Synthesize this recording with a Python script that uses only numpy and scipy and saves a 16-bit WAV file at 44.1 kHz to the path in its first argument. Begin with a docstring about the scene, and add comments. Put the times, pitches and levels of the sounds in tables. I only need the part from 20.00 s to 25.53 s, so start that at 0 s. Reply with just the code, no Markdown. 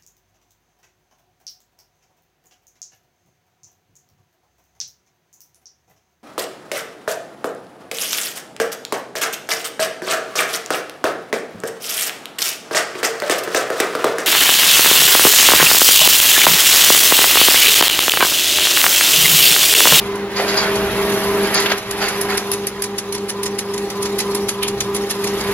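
"""Chain-link fence machine at work

Motors hum, the frame drones and a sliding part rubs, in a pattern that returns with each stroke.
Steel parts clack about twice a stroke. For two seconds wire scrapes hard through the machine,
crackling and rasping, while the mesh clashes and sets the steel frame ringing.
The camera stands close by in the workshop, a little to one side."""
import sys
import numpy as np
from scipy import signal
from scipy.fft import rfft, irfft, next_fast_len
from scipy.io import wavfile
from scipy.ndimage import uniform_filter1d, map_coordinates

SR = 44100
rng = np.random.default_rng(int(sys.argv[2]) if len(sys.argv) > 2 else 0)


def bounce(signal):
    """Save signal as a 16-bit WAV file at the path given by the first command-line argument."""
    frames = np.transpose(np.atleast_2d(signal))
    limited = np.clip(frames, -1, 1)
    pcm = np.round(limited * 32767).astype(np.int16)
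    wavfile.write(sys.argv[1], SR, pcm)


N = 243873
STROKE_HZ = 10 / 3

# how hard the machine works, driving hum, drone and rub: time_s, load_db
MACHINE_LOAD = [(0, -25), (.11, -26.5), (.24, -26), (.5, -25.5), (.85, -22.5), (1.42, -21), (1.7, -27),
                (1.82, -33), (2.05, -27.5), (2.3, -25.5), (2.8, -30), (3.4, -27), (3.9, -26), (4.35, -22.5),
                (4.58, -27), (4.95, -24.5), (5.15, -26), (5.53, -23)]
# how hard the wire slides: time_s, scrape_db, hiss_db
WIRE_FEED = [(0, -33.5, -44.5), (.28, -36.5, -56), (.37, -30.5, -40), (.58, -23, -44), (.82, -27.5, -43.5),
             (1.05, -27.5, -38.5), (1.46, -28, -38.5), (1.58, -23.5, -44), (1.648, -25.5, -42),
             (1.73, -26.5, -43), (1.84, -35, -46.5), (2.04, -27, -42), (2.36, -32.5, -39),
             (2.7, -39, -47.5), (3.3, -40.5, -49), (4.25, -38, -41), (4.7, -39.5, -45), (5.13, -36.5, -41),
             (5.53, -29, -39)]


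def amp(db):
    """Decibels to gain."""
    return 10 ** (np.asarray(db) / 20)


def unit(x):
    """x at rms 1."""
    return x / np.sqrt(np.mean(x ** 2) + 1e-20)


def along(points, hz):
    """Read a curve of (frequency, value) points on a log frequency axis."""
    freqs, values = np.transpose(points)
    return np.interp(np.log(hz + 1), np.log(freqs + 1), values)


def clock():
    """The time of each sample in seconds."""
    return np.arange(N) / SR


def curves(rows):
    """One automation curve for each column after the time."""
    times, *columns = np.transpose(rows)
    return [np.interp(clock(), times, column) for column in columns]


def wobble(rate):
    """A smooth random curve, rate knots a second."""
    return map_coordinates(rng.standard_normal(int(N * rate / SR) + 4), [clock() * rate])


def stroke_wobble(count):
    """A smooth random curve of count knots that is the same in every stroke."""
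    position = clock() * STROKE_HZ % 1 * count
    return map_coordinates(rng.standard_normal(count), [position], mode="grid-wrap")


def swell(peak_s, hz=STROKE_HZ):
    """A regular swing between -1 and 1 with a peak at peak_s."""
    return np.cos(2 * np.pi * hz * (clock() - peak_s))


def filtered(x, response):
    """x through a frequency response."""
    size = next_fast_len(N + SR // 2)
    return irfft(rfft(x, size) * response(np.fft.rfftfreq(size, 1 / SR)), size)[..., :N]


def coloured(x, spectrum):
    """x through an EQ curve, at rms 1."""
    return unit(filtered(x, lambda hz: amp(along(spectrum, hz))))


def stereo_noise(lag_ms):
    """White noise: the direct part reaches the right side later, the room's part is diffuse."""
    # direct sound's part of the power: freq_hz, share
    direct_share = [(25, 1), (120, 1), (400, 1), (700, 0.96), (1300, 1), (2600, .62), (5000, 0.54),
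                    (10000, 0.48), (15000, .3)]
    direct, room = rng.standard_normal(N), rng.standard_normal((2, N))
    share = lambda hz: np.clip(along(direct_share, hz), 0, 1)
    delay = lambda hz: np.exp(np.array([[1j], [-1j]]) * np.pi * hz * lag_ms / 1000)
    near = filtered(direct, lambda hz: np.sqrt(share(hz)) * delay(hz))
    return near + filtered(room, lambda hz: np.sqrt(1 - share(hz)))


def cyclic(x, share):
    """Noise x with a share of its power repeating exactly from stroke to stroke."""
    looped = x[:, np.arange(N) % round(SR / STROKE_HZ)]
    return np.sqrt(share) * looped + np.sqrt(1 - share) * np.roll(x, N // 2, axis=1)


def patchy(x, depth_db, bins):
    """x at rms 1, its colour shifting in patches every few hundredths of a second."""
    spectra = signal.stft(x, nperseg=512)[2]
    patches = uniform_filter1d(rng.standard_normal(spectra.shape[1:]), bins, axis=0)
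    patches = uniform_filter1d(patches, size=6, axis=1)
    gain = amp(depth_db * np.clip(unit(patches), -2, 2))
    return unit(signal.istft(spectra * gain, nperseg=512)[1][:, :N])


def blow(peak_s, rise_s, t60, ring_db, ring_t60):
    """Envelope of a contact: grinds up to its peak, drops, and leaves a weaker ring."""
    first, last = max(0, int((peak_s - .05) * SR)), min(N, int((peak_s + .4) * SR))
    t = np.arange(first, last) / SR - peak_s
    after, ring = np.maximum(t, 0), min(amp(ring_db) ** 2, 1)
    attack = amp(-10 * (np.minimum(t, 0) / max(rise_s, 1e-4)) ** 2)
    fall = np.sqrt((1 - ring) * amp(-120 * after / t60) + ring * amp(-120 * after / ring_t60))
    return np.pad(attack * fall, (first, N - last))


def pings(times, level_db, low_hz, high_hz, t60, spread_db):
    """Short lengths of wire ring, each with its own pitch, strength and stereo phase."""
    pitch, strength, left_phase, offset = rng.random((len(times), 4)).T
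    hz = low_hz * (high_hz / low_hz) ** pitch
    t = np.arange(SR // 10) / SR
    start_db = level_db + spread_db * (strength - 1)
    envelope = amp(start_db[:, None] - 60 * t / t60) * (1 - np.exp(-t / .0004))
    where = (np.round(times * SR).astype(int)[:, None] + np.arange(len(t))).ravel()
    sides = [envelope * np.sin(2 * np.pi * (hz[:, None] * t + phase[:, None]))
             for phase in (left_phase, left_phase + offset * hz / high_hz)]
    return np.array([np.bincount(where, side.ravel(), N)[:N] for side in sides])


def motor_hum():
    """Mains hum follows the load, throbs and flutters; moving parts sway it with each stroke."""
    # main hum tones, throbbing once (slow) and twice (fast) a stroke:
    # pitch_hz, level_db re load, slow_depth, slow_peak_s, fast_depth, fast_peak_s
    hum_tones = [(400, -1, 0.27, 0.16, 0.29, 0.096), (200, -8, 0.23, 0.2, 0.29, 0.067)]
    # brief surges and sags in every stroke: offset_s, gain_db, width_s
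    surges = [(.102, 1.5, .008), (.155, 2, .008), (.18, -3, .009), (.244, 3.5, .009)]
    # weaker hum tones and how the stroke moves them: pitch_hz, level_db, swing_rad, swell_db
    overtones = [(57, -54, .3, 0), (108.6, -45, .3, 0), (320, -46, .2, 0), (536.7, -49, .5, 0),
                 (600, -52, .4, 0), (800, -43, .5, -2.5), (1006.7, -44.5, 2.6, 4.5), (1200, -49, .6, -1)]
    t = clock()
    load_db, = curves(MACHINE_LOAD)
    sway_rad = .28 * swell(peak_s=.07, hz=2 * STROKE_HZ) + .34 * swell(peak_s=.248)
    sway_rad += .12 * stroke_wobble(count=16) + .06 * wobble(18)
    stereo_rad = .014 * np.array([[1], [-1]])
    flutter = .17 * swell(peak_s=.023, hz=7 * STROKE_HZ)
    stroke_s = t % (1 / STROKE_HZ)
    surge_db = sum(db * np.exp(-((stroke_s - s) / width) ** 2) for s, db, width in surges)
    hum, gains = np.zeros((2, N)), []
    for hz, db, slow, slow_s, fast, fast_s in hum_tones:
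        rough_db = .9 * (stroke_wobble(count=30) + wobble(22))
        throb = 1 + slow * swell(slow_s) + fast * swell(fast_s, 2 * STROKE_HZ) + flutter
        gain = amp(load_db + db + surge_db + rough_db) * np.maximum(throb, .2)
        hum += gain * np.sin(2 * np.pi * hz * t + sway_rad + stereo_rad)
        gains.append(gain)
    lead_db = 20 * np.log10(gains[0])
    follow_db = .5 * (lead_db - lead_db.mean())  # the weaker tones ride on the loudest
    stroke = swell(peak_s=.11)
    for hz, db, swing_rad, swell_db in overtones:
        phase = 2 * np.pi * (hz * t + rng.random()) + swing_rad * stroke + .35 * stroke_wobble(count=22)
        rough_db = 2.2 * stroke_wobble(count=24) + 1.8 * wobble(8)
        hum += amp(db + swell_db * stroke + follow_db + rough_db) * np.sin(phase)
    return np.sqrt(2) * hum


def frame_drone():
    """The frame drones with the load and the wire's drag, alike in each stroke, over a rumble."""
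    # the frame's low-mid resonance: freq_hz, gain_db
    drone_eq = [(70, -55), (120, -31), (155, 2.5), (250, 3), (430, 7.5), (560, -2.5), (950, -0.5),
                (1400, -14), (3000, -14), (8000, -26.5)]
    # the low end under it: freq_hz, gain_db
    rumble_eq = [(20, -28), (38, -7), (50, -7), (66, -1.5), (80, -15), (95, -12), (112, -2), (140, -1.5),
                 (200, -47), (400, -49)]
    # the rumble's rise and fall: time_s, level_db
    rumble_levels = [(0, -38), (.35, -49), (.93, -34), (1.55, -42.5), (3.3, -49), (4.3, -46.5), (4.7, -40),
                     (5.2, -49), (5.4, -37)]
    load_db, = curves(MACHINE_LOAD)
    scrape_db, _ = curves(WIRE_FEED)
    rumble_db, = curves(rumble_levels)
    drone_db = -31.5 + .96 * (load_db - load_db.mean()) + .26 * (scrape_db - scrape_db.mean())
    drone_db += .35 * swell(peak_s=.13)
    drone = amp(drone_db) * coloured(cyclic(stereo_noise(lag_ms=.028), share=.8), drone_eq)
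    rumble = amp(rumble_db + 1.7 * wobble(8.3)) * coloured(stereo_noise(lag_ms=.01), rumble_eq)
    return drone + rumble


def rubbing():
    """A sliding part rubs once a stroke, much the same each time, louder under load."""
    # a narrow, hoarse band of friction: freq_hz, gain_db
    rub_eq = [(600, -23), (850, -10), (950, 6.5), (1040, 2.5), (1130, 1), (1250, 5), (1450, -18),
              (2200, -44)]
    load_db, = curves(MACHINE_LOAD)
    rub_db = -39.5 + 1.17 * (load_db - load_db.mean()) + 2.5 * swell(peak_s=.12)
    return amp(rub_db) * coloured(cyclic(stereo_noise(lag_ms=.026), share=.65), rub_eq)


def sliding_wire():
    """Wire catches in countless tiny slips: it scrapes, hisses and sizzles, and links jingle."""
    # coarse midrange scrape: freq_hz, gain_db
    scrape_eq = [(200, -14), (450, -5.5), (700, 0), (1200, -1.5), (1900, 0.5), (2700, -4.5), (4000, -9.5),
                 (5500, -15), (7500, -20), (10000, -20.5), (16000, -55)]
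    # gritty treble hiss: freq_hz, gain_db
    hiss_eq = [(1500, -19), (3500, 8), (5500, 5), (7500, -0.5), (9500, -0.5), (11300, 0.5), (13000, -9),
               (15000, -34), (16000, -32)]
    # top-end sizzle: freq_hz, gain_db
    sizzle_eq = [(5000, -25), (8500, -12), (10000, 0), (11500, 3), (12500, -1.5), (14500, -13),
                 (15500, -26)]
    scrape_db, hiss_db = curves(WIRE_FEED)
    slips = patchy(stereo_noise(lag_ms=.075), depth_db=2.2, bins=2) * amp(.36 * wobble(400))
    scrape = amp(scrape_db + 2.5) * coloured(slips, scrape_eq)
    grit = amp(.61 * wobble(900) + 2.1 * wobble(70))
    fine_slips = patchy(stereo_noise(lag_ms=.11), depth_db=5.5, bins=2) * grit
    hiss = amp(hiss_db + 6) * coloured(fine_slips, hiss_eq)
    slack_db = np.minimum(scrape_db + 24, 0)  # ducks sizzle and jingle unless the wire runs hard
    sizzle = amp(hiss_db + slack_db + 8.5) * coloured(stereo_noise(lag_ms=.092) * grit, sizzle_eq)
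    touches = rng.integers(N, size=700)
    touch_db = (scrape_db + slack_db)[touches] + 2
    jingle = pings(touches / SR, touch_db, low_hz=1000, high_hz=4200, t60=.15, spread_db=16)
    return scrape + hiss + sizzle + jingle


def link_crackle(snaps_per_s=170):
    """Single links snap past each other in tiny bright ticks, loudest while the wire runs hard."""
    scrape_db, hiss_db = curves(WIRE_FEED)
    snaps = rng.integers(N, size=int(snaps_per_s * N / SR))
    level_db = hiss_db + 19.5 + np.minimum(scrape_db + 29, 0)
    return pings(snaps / SR, level_db[snaps], low_hz=8800, high_hz=13200, t60=.007, spread_db=18)


def steel_clacks():
    """Steel parts meet with a sharp crack and a bright tick on a crunchy body; some rebound."""
    # steel impacts: peak_s, tick_db, body_db, rise_s, rebound_gap_s (0 for none)
    hits = [(.158, -30.5, -35, 0.0026, 0), (.6693, -36, -38, .005, 0), (.7604, -25.5, -20, 0.0058, 0),
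            (1.1245, -31, -22, 0.0055, 0), (1.4345, -25, -34, .004, 0), (1.4748, -22, -32, 0.0032, 0),
            (1.546, -16.5, -26, 0.0042, 0), (1.604, -19, -22, 0.0042, .024),
            (1.7826, -24, -23.5, 0.0059, 0), (1.911, -16.5, -21.5, .0015, 0), (2.086, -20, -18, 0.0027, 0),
            (2.215, -13.5, -17.5, 0.0039, 0), (2.378, -14.5, -14.5, 0.0044, 0),
            (2.5176, -10, -18.5, 0.0024, .022), (2.6709, -12.5, -15.5, 0.0018, 0),
            (2.8232, -14.5, -18.5, 0.0026, .021), (2.9876, -18, -16.5, 0.0062, 0),
            (3.1263, -19, -21, 0.0027, .028), (3.182, -34, -28, .003, 0), (3.304, -22.5, -19.5, 0.016, 0),
            (3.435, -16, -19, 0.0044, .031), (3.5917, -16.5, -16, 0.0054, 0),
            (3.743, -28, -22.5, 0.0061, 0), (3.7803, -25, -22, 0.0024, 0), (3.9024, -26, -19.5, .0015, 0),
            (4.03, -19, -20, 0.0056, .031), (4.191, -15.5, -14.5, 0.006, .017),
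            (4.3522, -17, -19, 0.0051, 0), (4.493, -16, -13.5, 0.0072, 0),
            (4.632, -14.5, -19, 0.0032, .054), (4.8075, -17.5, -12.5, 0.003, 0),
            (4.951, -16, -20, 0.0046, .018), (5.113, -19, -15.5, 0.014, 0),
            (5.2457, -19.5, -20, .007, .031), (5.412, -28.5, -21.5, 0.0068, 0)]
    # the sharp transient: freq_hz, gain_db
    crack_eq = [(1500, -3), (5000, -24), (10500, 18), (13000, 10), (15000, 4), (16000, -14)]
    # the bright steel tick: freq_hz, gain_db
    tick_eq = [(3000, -13.5), (6500, -30), (9000, 1), (10700, 6.5), (12200, -5.5), (14500, -9.5),
               (16000, -30)]
    # the broad body: freq_hz, gain_db
    body_eq = [(300, -21), (1100, -14), (1900, -1), (2700, -4), (3900, -1), (5300, 0.5), (7000, -1.5),
               (9000, -7), (16000, -32)]
    # a rebound is duller and softer-edged
    rebounds = [(s + gap_s, tick_db - 7.5, body_db, .0091)
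                for s, tick_db, body_db, _, gap_s in hits if gap_s > 0]
    crack_power, tick_power, body_power = np.zeros((3, N))
    for s, tick_db, body_db, rise_s, *_ in hits + rebounds:
        crack_power += (amp(tick_db) * blow(s - .0005, .0006, t60=.008, ring_db=-12, ring_t60=.05)) ** 2
        tick_power += (amp(tick_db) * blow(s, rise_s, t60=.024, ring_db=-7, ring_t60=.1)) ** 2
        body_power += (amp(body_db) * blow(s, rise_s, t60=.032, ring_db=-4, ring_t60=.11)) ** 2
    crack = np.sqrt(crack_power) * coloured(stereo_noise(lag_ms=.1), crack_eq)
    glint = patchy(stereo_noise(lag_ms=.1), depth_db=4, bins=3)
    tick = np.sqrt(tick_power) * coloured(glint, tick_eq)
    crunch = patchy(stereo_noise(lag_ms=.095), depth_db=2.5, bins=3) * amp(1.6 * wobble(700))
    body = np.sqrt(body_power) * coloured(crunch, body_eq)
    return amp(-6) * crack + amp(-2) * tick + amp(-1.5) * body


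def mesh_clashes():
    """Links tumble against each other: the wires ring, the sheet rattles, the roller knocks."""
    # tumbles of the mesh: peak_s, ring_db, rattle_db, knock_db, t60_s
    clashes = [(.371, -20.5, -24, -36, 0.22), (.402, -36, -23, -19, 0.36), (0.427, -38, -34, -21, .25),
               (.495, -19, -23.5, -34, 0.35), (.582, -14, -27, -44, 0.28), (.628, -25, -24, -37, 0.17),
               (1.456, -28, -22.5, -39, 0.35), (1.554, -14, -20.5, -29, 0.26), (1.582, -18, -23, -35, 0.3),
               (1.6603, -25, -16, -40, 0.049), (1.704, -22, -18, -34, 0.15),
               (1.72, -20.5, -10.5, -18, 0.054), (2.028, -21, -20, -30, 0.44), (2.305, -31, -23, -38, 0.4),
               (2.349, -42, -30, -37, 0.22)]
    # wire resonances, adding in power: pitch_hz, width_hz, level_db
    wire_modes = [(3330, 120, -7), (3900, 400, -10), (4300, 350, -5), (4686, 70, 2.5), (4775, 70, 2.5),
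                  (4950, 300, -5), (5400, 400, -11), (6240, 400, -9), (7000, 500, -11)]
    # the sheet's midrange rattle: freq_hz, gain_db
    rattle_eq = [(400, -21), (900, 2.5), (1400, 7), (2000, 4), (2800, 1), (4000, -12), (7000, -15),
                 (16000, -27)]
    # the roller's dull knock: freq_hz, gain_db
    knock_eq = [(200, -23), (500, 7.5), (660, 8), (800, 7.5), (1100, -39), (3000, -65)]
    # a longer tumble also builds up more slowly
    envelopes = np.array([blow(s, rise_s=.046 * t60, t60=.033, ring_db=-.5, ring_t60=t60)
                          for s, *_, t60 in clashes])
    powers = amp(np.array(clashes)[:, 1:4].T) ** 2
    ring, rattle, knock = np.sqrt(powers @ envelopes ** 2)
    resonance = lambda f: np.sqrt(sum((amp(db) / (1 + (2 * (f - hz) / width) ** 2)) ** 2
                                      for hz, width, db in wire_modes))
    links = patchy(stereo_noise(lag_ms=.07), depth_db=2.5, bins=2) * amp(2.2 * wobble(500))
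    wires = ring * unit(filtered(links, resonance))
    sheet = rattle * coloured(links, rattle_eq)
    roller = knock * coloured(stereo_noise(lag_ms=.027), knock_eq)
    return amp(-2) * wires + sheet + amp(-2) * roller


def drive_whine(pitch_hz=638.5, on_s=.56, off_s=1.54, rise_db_per_s=190, fall_db_per_s=30):
    """The wire drive whines while it feeds, then fades as it runs down."""
    t = clock()
    fade_db = rise_db_per_s * np.maximum(on_s - t, 0) + fall_db_per_s * np.maximum(t - off_s, 0)
    peak = np.sqrt(2) * amp(-31.5 - fade_db + 1.2 * wobble(18))
    return peak * np.sin(2 * np.pi * pitch_hz * t + .5 * wobble(12))


def wire_rasps():
    """Wire drags briefly over a steel edge, shuddering."""
    # short drags: peak_s, level_db, rise_s, t60_s
    drags = [(1.6595, -16.5, .0007, .06), (1.719, -22, .01, .08), (2.64, -35, .008, .1),
             (4.629, -19.5, .006, .22)]
    # the edge's upper-mid bite: freq_hz, gain_db
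    edge_eq = [(900, -28), (1800, -10), (2300, -3), (2800, 0), (3300, 0), (4100, -8), (5500, -18),
               (9000, -35)]
    force = sum(amp(db) * blow(s, rise_s, t60=.19, ring_db=-2.5, ring_t60=t60)
                for s, db, rise_s, t60 in drags)
    shudder = stereo_noise(lag_ms=.085) * amp(1.9 * wobble(270))
    return force * coloured(shudder, edge_eq)


def frame_clangs():
    """The mesh strikes the steel frame, which rings on, a little differently each time."""
    # strikes on the frame: start_s, level_db
    strikes = [(1.716, -30), (2.012, -31), (2.288, -28.5), (2.332, -29)]
    # the frame's ringing modes: pitch_hz, level_db, t60_s
    frame_modes = [(754, -2, .4), (1007, -1, .35), (1125, -4, .35), (1297, 0, .35), (1631, 0, .3),
                   (1815, 1, .35), (1940, -8, .3), (2196, -3, .25), (2509, -9, .25)]
    out = np.zeros((2, N))
    for start_s, db in strikes:
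        t = np.maximum(clock() - start_s, 0)
        attack = 1 - np.exp(-t / .003)
        for hz, mode_db, t60 in frame_modes:
            phase = 2 * np.pi * (hz * t + rng.random()) + rng.normal(0, .3, (2, 1))
            out += amp(db + mode_db + rng.normal(0, 2) - 60 * t / t60) * attack * np.sin(phase)
    return out


def scene():
    """The hum fills the room; the steelwork sits a little to the right."""
    # the steelwork's pan: freq_hz, left_minus_right_db
    pan = [(400, 0), (1100, -1.5), (2200, -1.7), (4500, -0.1), (9000, -3), (12000, -0.5)]
    steel = sliding_wire() + link_crackle() + steel_clacks() + mesh_clashes()
    steel += frame_clangs() + wire_rasps() + rubbing()
    panned = filtered(steel, lambda hz: amp(along(pan, hz) * np.array([[.5], [-.5]])))
    return motor_hum() + drive_whine() + frame_drone() + panned


def record(dry):
    """The camera has a narrow notch in the treble and keeps nothing above its band limit."""
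    notch_hz, half_width_hz, top_hz = 8250, 370, 15800
    notch = lambda hz: (hz - notch_hz) ** 2 / ((hz - notch_hz) ** 2 + half_width_hz ** 2)
    return filtered(dry, lambda hz: notch(hz) * (hz < top_hz))


dry = scene()
out = record(dry)
bounce(out)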